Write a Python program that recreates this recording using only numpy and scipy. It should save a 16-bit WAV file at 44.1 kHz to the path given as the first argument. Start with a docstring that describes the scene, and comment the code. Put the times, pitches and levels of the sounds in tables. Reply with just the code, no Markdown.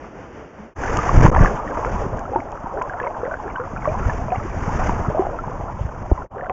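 """First an even, distant wash of river with a faint plip and a low gulp, heard by a small camera on the bank.
Then an angler wears the camera while wading: close water rushes in filtered noise with a swarm of bubbles.
Wavelets slap, gurgle and patter: decaying sine tones with rising pitch are the air pockets they trap.
Wind rumbles and hisses as shaped noise and thumps at the microphone port; one strong gust overloads it.
Near 6.29 s the level dips briefly."""
import sys
import numpy as np
from scipy import signal
from scipy.fft import rfft, irfft, next_fast_len
from scipy.io import wavfile
from scipy.ndimage import uniform_filter1d, map_coordinates

SR = 44100
rng = np.random.default_rng(int(sys.argv[2]) if len(sys.argv) > 2 else 0)


def file_out(sig):
    """Save sig as 16-bit WAV at sys.argv[1]."""
    # one column per channel
    cols = np.atleast_2d(sig).T
    # limit, then scale
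    lim = np.clip(cols, -1, 1)
    pcm = np.round(lim * 32767).astype(np.int16)
    wavfile.write(sys.argv[1], SR, pcm)


N = 287532  # length in samples
T = np.arange(N) / SR  # time in seconds

# wind at the port over time, before flutter and overall gains, one strong gust and later a milder one:
# start_s [s], rumble_db [dB], hiss_db [dB]
WIND = [(.78, -32, -51.5), (.85, -29.5, -47), (1.08, -25, -44), (1.17, -12, -43.5), (1.26, -9, -36.5),
        (1.33, -18.5, -54), (1.43, -12.5, -44.5), (1.48, -27.5, -49), (1.64, -36, -59.5), (2, -26.5, -50),
        (2.09, -31.5, -60.5), (2.45, -42, -63.5), (3.65, -40, -62), (4.07, -23.5, -51), (4.3, -29, -57),
        (4.58, -30.5, -53), (4.85, -19, -45.5), (5.15, -32.5, -58.5), (5.8, -32, -61.5), (6.22, -34, -60.5),
        (6.35, -42.5, -79)]
# wavelets that gurgle and break into droplets, levels before random spread:
# start_s [s], length_s [s], gurgle_hz [Hz], gurgle_db [dB], patter_db [dB]
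WAVELETS = [(0.836, .08, 1110, -36, -23), (.971, .13, 910, -20, -29), (1.344, 0.14, 934, -12, -12),
            (1.631, .17, 450, -32, -24.5), (2.318, 0.08, 479, -21.5, -41), (2.767, .18, 400, -23.5, -24.5),
            (3.014, 0.059, 474, -19.5, -25), (3.232, 0.14, 472, -18, -23.5), (3.471, .2, 406, -34, -26),
            (3.749, .14, 570, -35, -25), (3.951, .2, 953, -18.5, -27), (4.325, 0.077, 900, -31, -25),
            (5.148, 0.11, 600, -13, -44), (6.368, 0.12, 492, -23.5, -29.5)]


def undb(db):
    """Turn decibels into a plain multiplier."""
    return 10 ** (np.asarray(db) / 20)


def unit(x):
    """Scale a sound to an average strength (rms) of 1."""
    return x / np.sqrt(np.mean(x ** 2))


def curves(rows):
    """Draw straight lines between the rows of a time table, giving each column a value per sample."""
    times_s, *columns = np.transpose(rows)
    return [np.interp(T, times_s, column) for column in columns]


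def colour(x, points):
    """Make some pitches louder than others, following a spectrum of (Hz, dB) points."""
    size = next_fast_len(2 * len(x))
    hz, db = np.transpose(points)
    bin_hz = np.maximum(np.arange(size // 2 + 1) * SR / size, 1)
    gain = undb(np.interp(np.log(bin_hz), np.log(hz), db))
    return irfft(rfft(x, size) * gain, size)[:len(x)]


def noise(points):
    """Noise with the given spectrum and an rms of 1."""
    return unit(colour(rng.standard_normal(N), points))


def walk(rate):
    """A random wavering of rms 1 that heads for a new value rate times a second."""
    steps = rng.standard_normal(4096)
    return unit(map_coordinates(steps, [T * rate], order=1, mode="wrap"))


def add(track, s, sound):
    """Mix a short sound into a track at time s."""
    start = int(np.clip(s * SR, 0, N))
    track[start:start + len(sound)] += sound[:N - start]


def bubble(hz, t60, rise, attack_s=.0003, top=1.55):
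    """A ringing air pocket; its pitch climbs as it nears the surface, where it bursts."""
    t = T[:int(np.clip(t60, .004, .4) * SR)]
    # the ring falls by 60 dB in t60 seconds, after a soft start
    envelope = np.exp(-np.log(1000) * t / t60) * (1 - np.exp(-t / attack_s))
    # it fades out just before its pitch has climbed to top times the start
    submerged = np.clip(10 * (top - 1 - rise * t), 0, 1)
    ring = np.sin(2 * np.pi * hz * t * (1 + rise * t / 2))
    return ring * envelope * submerged


def bank(gulp_db=-32, gulp_hz=200, plip_db=-27, plip_hz=1250, wash_db=-40, waver_db=1.4):
    """Many far-off splashes blur into an even noise; a faint plip and one low gulp are single bubbles."""
    # the river's spectrum from the bank, only relative: pitch_hz [Hz], level_db [dB per Hz]
    wash_spectrum = [(20, -11), (60, 4), (100, -2), (420, 1), (700, -2), (1100, -6.5), (1600, -8),
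                     (2500, -14.5), (3500, -20), (6000, -22.5), (8000, -35.5)]
    out = noise(wash_spectrum) * undb(wash_db + waver_db * walk(20))
    add(out, .043, undb(plip_db) * bubble(plip_hz, 0.017, 2))
    add(out, .58, undb(gulp_db) * bubble(gulp_hz, 0.32, 1.7, attack_s=0.0087))
    return out


def river(chop_db=20, rush_db=-2.5, babble_db=-4.5):
    """Rush and babble swell with current and wind; laps, gurgles, droplets and ticks stand out of them."""
    # the current close by without wind, before the rush and babble gains: start_s [s], level_db [dB]
    current_table = [(.8, -46), (1.25, -25), (1.6, -25.5), (1.95, -29), (2.5, -34), (3, -30), (4.45, -35),
                     (5.2, -26.5), (5.55, -32), (6.25, -36), (6.52, -30.5)]
    current_db, = curves(current_table)
    _, hiss_db = curves(WIND)
    # wind ruffles the water: chop_db sets the chop against the hiss in the wind table
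    flow = np.hypot(undb(current_db), undb(hiss_db + chop_db))
    moving_water = flow * (undb(rush_db) * rush() + undb(babble_db) * babble())
    return moving_water + laps() + gurgles() + droplets() + ticks()


def rush(churn_db=4.0, churn_rate=28):
    """Tumbling water as noise, split into pitch bands that each churn by themselves."""
    # spectrum of the rush, only relative: pitch_hz [Hz], level_db [dB per Hz]
    rush_spectrum = [(60, -7), (200, -5.5), (400, 0.5), (700, 2), (1050, 2), (1500, -8.5), (2100, -26.5),
                     (3000, -25), (4500, -32.5), (8000, -36.5)]
    water = noise(rush_spectrum)
    out = np.zeros(N)
    for edge_hz in (350, 600, 900, 1300, 2000):
        lowpass = signal.butter(4, edge_hz, fs=SR, output="sos")
        low = signal.sosfiltfilt(lowpass, water)
        out += low * undb(churn_db * walk(churn_rate))
        water = water - low  # what is left for the higher bands
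    return unit(out + water * undb(churn_db * walk(churn_rate)))


def babble(centre_hz=900, octaves=.55, cycles=30, spread_db=6.5, rise=6, small_db=-4, count=1300):
    """A swarm of bubbles; small ones ring higher, are fainter on average and tend to die sooner."""
    out = np.zeros(N)
    times = rng.random(count) * N / SR
    for s, (size, force, life, climb) in zip(times, rng.standard_normal((count, 4))):
        hz = centre_hz * 2 ** (octaves * size)
        db = spread_db * min(force, 2) + small_db * max(size, 0)
        t60 = cycles / hz * np.exp(0.53 * life)
        add(out, s, undb(db) * bubble(hz, t60, rise * np.exp(0.87 * climb)))
    return unit(out)


def wind(flutter_db=2.5, hiss_gain_db=17, hiss_flutter_db=1.75, buffet_cycles=0.37):
    """Slow eddies rumble at the port, fine turbulence hisses, and single eddies thump."""
    # spectra of slow eddies and fine turbulence, only relative: pitch_hz [Hz], level_db [dB per Hz]
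    rumble_spectrum = [(12, -7), (25, 3.5), (55, -1), (110, -4), (170, -9), (260, -13), (500, -24.5),
                       (1200, -57.5)]
    hiss_spectrum = [(150, 5), (400, 16.5), (1000, 15), (1600, 17.5), (2300, 12), (3300, 2.5), (4600, 5),
                     (6200, 6), (8000, -3.5)]
    # single eddies that strike the port: centre_s [s], level_db [dB, of the swing before its bell shape],
    # swing_hz [Hz]
    buffets = [(1.178, -5, 77.3), (1.215, -4.5, 223), (1.252, 14, 124), (1.412, 0.5, 89.3),
               (1.433, -2.5, 126), (2.067, -16, 156), (2.644, -20.5, 207), (3.737, -18.5, 168),
               (3.922, -14.5, 96.6), (4.066, -9.5, 51.2), (4.088, -11.5, 103.7), (4.384, -13.5, 116),
               (4.682, -11, 117), (4.896, -10, 231), (5.087, -6.5, 108), (5.815, -13, 83.4),
               (5.855, -14, 81), (6.116, -4.5, 510), (6.119, -5, 310), (6.124, -3, 57)]
    rumble_db, hiss_db = curves(WIND)
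    eddies = noise(rumble_spectrum)
    # the gust sets the strength of the eddies; their shape is chance
    eddies /= np.sqrt(uniform_filter1d(eddies ** 2, size=SR // 14))
    out = eddies * undb(rumble_db + flutter_db * walk(55))
    out += noise(hiss_spectrum) * undb(hiss_db + hiss_gain_db + hiss_flutter_db * walk(110))
    for s, db, hz in buffets:
        length = buffet_cycles / hz  # half-length of the bell, in seconds
        t = T[:int(6 * length * SR)] - 3 * length
        thump = np.sin(2 * np.pi * hz * t) * np.exp(-(t / length) ** 2)
        add(out, s + t[0], undb(db) * thump)
    return out


def droplets(drop_hz=1500, octaves=.4, t60=0.019, spread_db=5.0, small_db=-2.5, rise=4, stray_db=-32,
             size=14, count=120):
    """Short high bubble plips: a patter from each breaking wavelet, and strays all the time."""
    out = np.zeros(N)
    falls = [(s, stray_db) for s in rng.random(count) * N / SR]
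    for start_s, length_s, *_, patter_db in WAVELETS:
        falls += [(s, patter_db) for s in start_s + length_s * rng.random(size)]
    for (s, db), (small, force, life) in zip(falls, rng.standard_normal((1000, 3))):
        plip = bubble(drop_hz * 2 ** (octaves * small), t60 * np.exp(0.27 * life), rise)
        drop_db = db + spread_db * min(force, 2) + small_db * small
        add(out, s, undb(drop_db) * plip)
    return out


def laps(bubble_db=0, slap_db=0, spray_db=-8, slap_hz=1000, slap_octaves=0.089, slap_cycles=13,
         spray_s=0.0025, wobble=0.14, rise_per_s=2.7):
    """Wavelets close by: a wet click where one breaks, a plop where it shuts air in."""
    # the nearest laps, each a slap and its air pocket, levels before the wobble and spray gain:
    # start_s [s], pocket_hz [Hz], pocket_db [dB], ring_cycles [cycles to fall 60 dB], slap_db [dB]
    lap_table = [(.836, 1520, -12, 20, -17), (0.988, 1196, -8, 41, -34), (1.092, 1104, -7, 30, -15),
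                 (1.212, 613, -4, 11, -7), (1.263, 960, -16, 11, 0), (1.348, 950, -14.5, 16, -7.5),
                 (1.427, 1550, -9, 49, -22), (1.454, 1510, -22, 30, -15), (1.774, 630, -18.5, 45, -16),
                 (1.848, 950, -21, 22, -11.5), (2.333, 785, -17, 83, -28.5), (2.357, 349, -15.5, 34, -27),
                 (2.36, 886, -7.5, 44, -21.5), (2.403, 2200, -20.5, 27, -25), (2.66, 930, -20, 40, -33),
                 (2.818, 971, -22, 170, -10.5), (3, 1670, -16.5, 72, -11), (3.067, 927, -15.5, 55, -22),
                 (3.312, 1475, -19.5, 87, -36), (3.558, 1495, -18, 89, -29), (3.597, 476, -21, 84, -42),
                 (3.855, 1112, -15, 71, -17.5), (3.875, 590, -11, 74, -16), (4.096, 1700, -15, 64, -17),
                 (4.304, 2450, -22.5, 40, -37), (4.32, 710, -12, 110, -11.5),
                 (4.894, 956, -18.5, 60, -12.5), (5.194, 367, -6, 29, -23), (5.268, 674, -11, 17, -34),
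                 (5.388, 1325, -16, 78, -27), (6.177, 994, -20.5, 75, -44), (6.221, 1330, -21, 55, -35),
                 (6.41, 1750, -21, 34, -32), (6.43, 710, -22, 40, -26), (6.497, 739, -19.5, 85, -9.5)]
    out = np.zeros(N)
    for s, hz, db, cycles, _ in lap_table:
        add(out, s, undb(db + bubble_db) * bubble(hz, cycles / hz, rise_per_s))
    # the moving surface above the bubbles makes their ring uneven
    out *= 1 + wobble * walk(220)
    t = T[:SR // 20]
    for s, *_, db in lap_table:
        # an open cavity rings for a few cycles only, under a burst of spray
        hz = slap_hz * 2 ** (slap_octaves * rng.standard_normal())
        add(out, s, undb(db + slap_db) * bubble(hz, slap_cycles / hz, 0))
        band = signal.butter(3, [hz / 2, min(hz * 2, SR / 4)], "band", fs=SR, output="sos")
        spray = unit(signal.sosfilt(band, rng.standard_normal(len(t))))
        add(out, s, undb(db + spray_db) * spray * np.exp(-t / spray_s))
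    return out


def gurgles(cycles=36, rise=6, step_s=.02, octaves_per_s=5, fade_db_per_s=35, scatter_octaves=.11,
            spread_db=2, count=6):
    """A folding wavelet sheds a chain of air pockets that tend to get smaller (higher) and fainter."""
    out = np.zeros(N)
    for s, _, hz, db, _ in WAVELETS:
        for k, (late, size, force) in enumerate(rng.standard_normal((count, 3))):
            scattered = min(k, 1)  # the first pocket keeps its exact time and pitch
            age = step_s * max(k + 0.27 * late * scattered, 0)
            pitch = hz * 2 ** (octaves_per_s * age + scatter_octaves * size * scattered)
            pocket_db = db - fade_db_per_s * age + spread_db * force
            add(out, s + age, undb(pocket_db) * bubble(pitch, cycles / pitch, rise))
    return out


def ticks(tick_db=3, decay_s=0.0011):
    """Stray drops tick on the housing: tiny bursts of bright noise that die away at once."""
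    # the stray drops, before the shared tick gain: start_s [s], level_db [dB]
    tick_table = [(0.9709, -7), (2.193, -26), (2.519, -30.5), (2.8232, -26.5)]
    out = np.zeros(N)
    t = T[:SR // 100]
    for s, db in tick_table:
        add(out, s, undb(db + tick_db) * rng.standard_normal(len(t)) * np.exp(-t / decay_s))
    return out


def scene():
    """The bank, then midstream, each place faded in and out."""
    # loudness of each place over time: start_s [s], gain_db [dB]
    bank_fade = [(0, 2), (.13, 1), (.64, 0.5), (.70, -3), (.735, -13.5), (.752, -53), (.8, -94)]
    wading_fade = [(.7, -86), (.748, -44), (.765, -4.5), (.82, 0.5), (6.22, -1), (6.265, -9.5),
                   (6.293, -43), (6.315, -5), (6.35, 0.5)]
    bank_db, = curves(bank_fade)
    wading_db, = curves(wading_fade)
    on_bank = bank() * undb(bank_db)
    midstream = (river() + wind()) * undb(wading_db)
    return (on_bank + midstream)[None]


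def stall(x, leak_s=0.024):
    """A capsule pushed against its stop passes no sound: its last value just leaks away."""
    # when the capsule is pinned: start_s [s], length_s [s]
    stalls = [(1.191, .005), (1.215, .007), (1.249, .004), (1.272, .004), (1.302, .014), (1.431, .004)]
    out = x.copy()
    for s, length in stalls:
        start, size = int(s * SR), max(int(length * SR), 2)
        pinned = signal.windows.tukey(size, .2)  # eases in and out of the stall
        held = x[start] * np.exp(-T[:size] / leak_s)
        out[start:start + size] += pinned * (held - x[start:start + size])
    return out


def record(dry, limit=.7, top_hz=7994):
    """The capsule stalls in the gust and rounds off loud peaks; the microphone colours and cuts the treble."""
    # microphone colour, with a deep null in the treble: pitch_hz [Hz], gain_db [dB]
    mic_colour = [(20, 2.5), (1000, 0.5), (2000, -3), (3000, -6), (3600, -14.5), (3850, -23.5), (4000, -45),
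                  (4150, -22.5), (4450, -17), (5000, -11), (6200, -4.5), (7000, -4), (7500, -13),
                  (8000, -28.5)]
    x = stall(dry[0])
    x = x / (1 + (x / limit) ** 6) ** (1 / 6)  # peaks bend smoothly towards the limit
    coloured = colour(x, mic_colour)
    top_cut = signal.ellip(10, .2, 80, top_hz, fs=SR, output="sos")
    return signal.sosfilt(top_cut, coloured)[None]


dry = scene()
out = record(dry)
file_out(out)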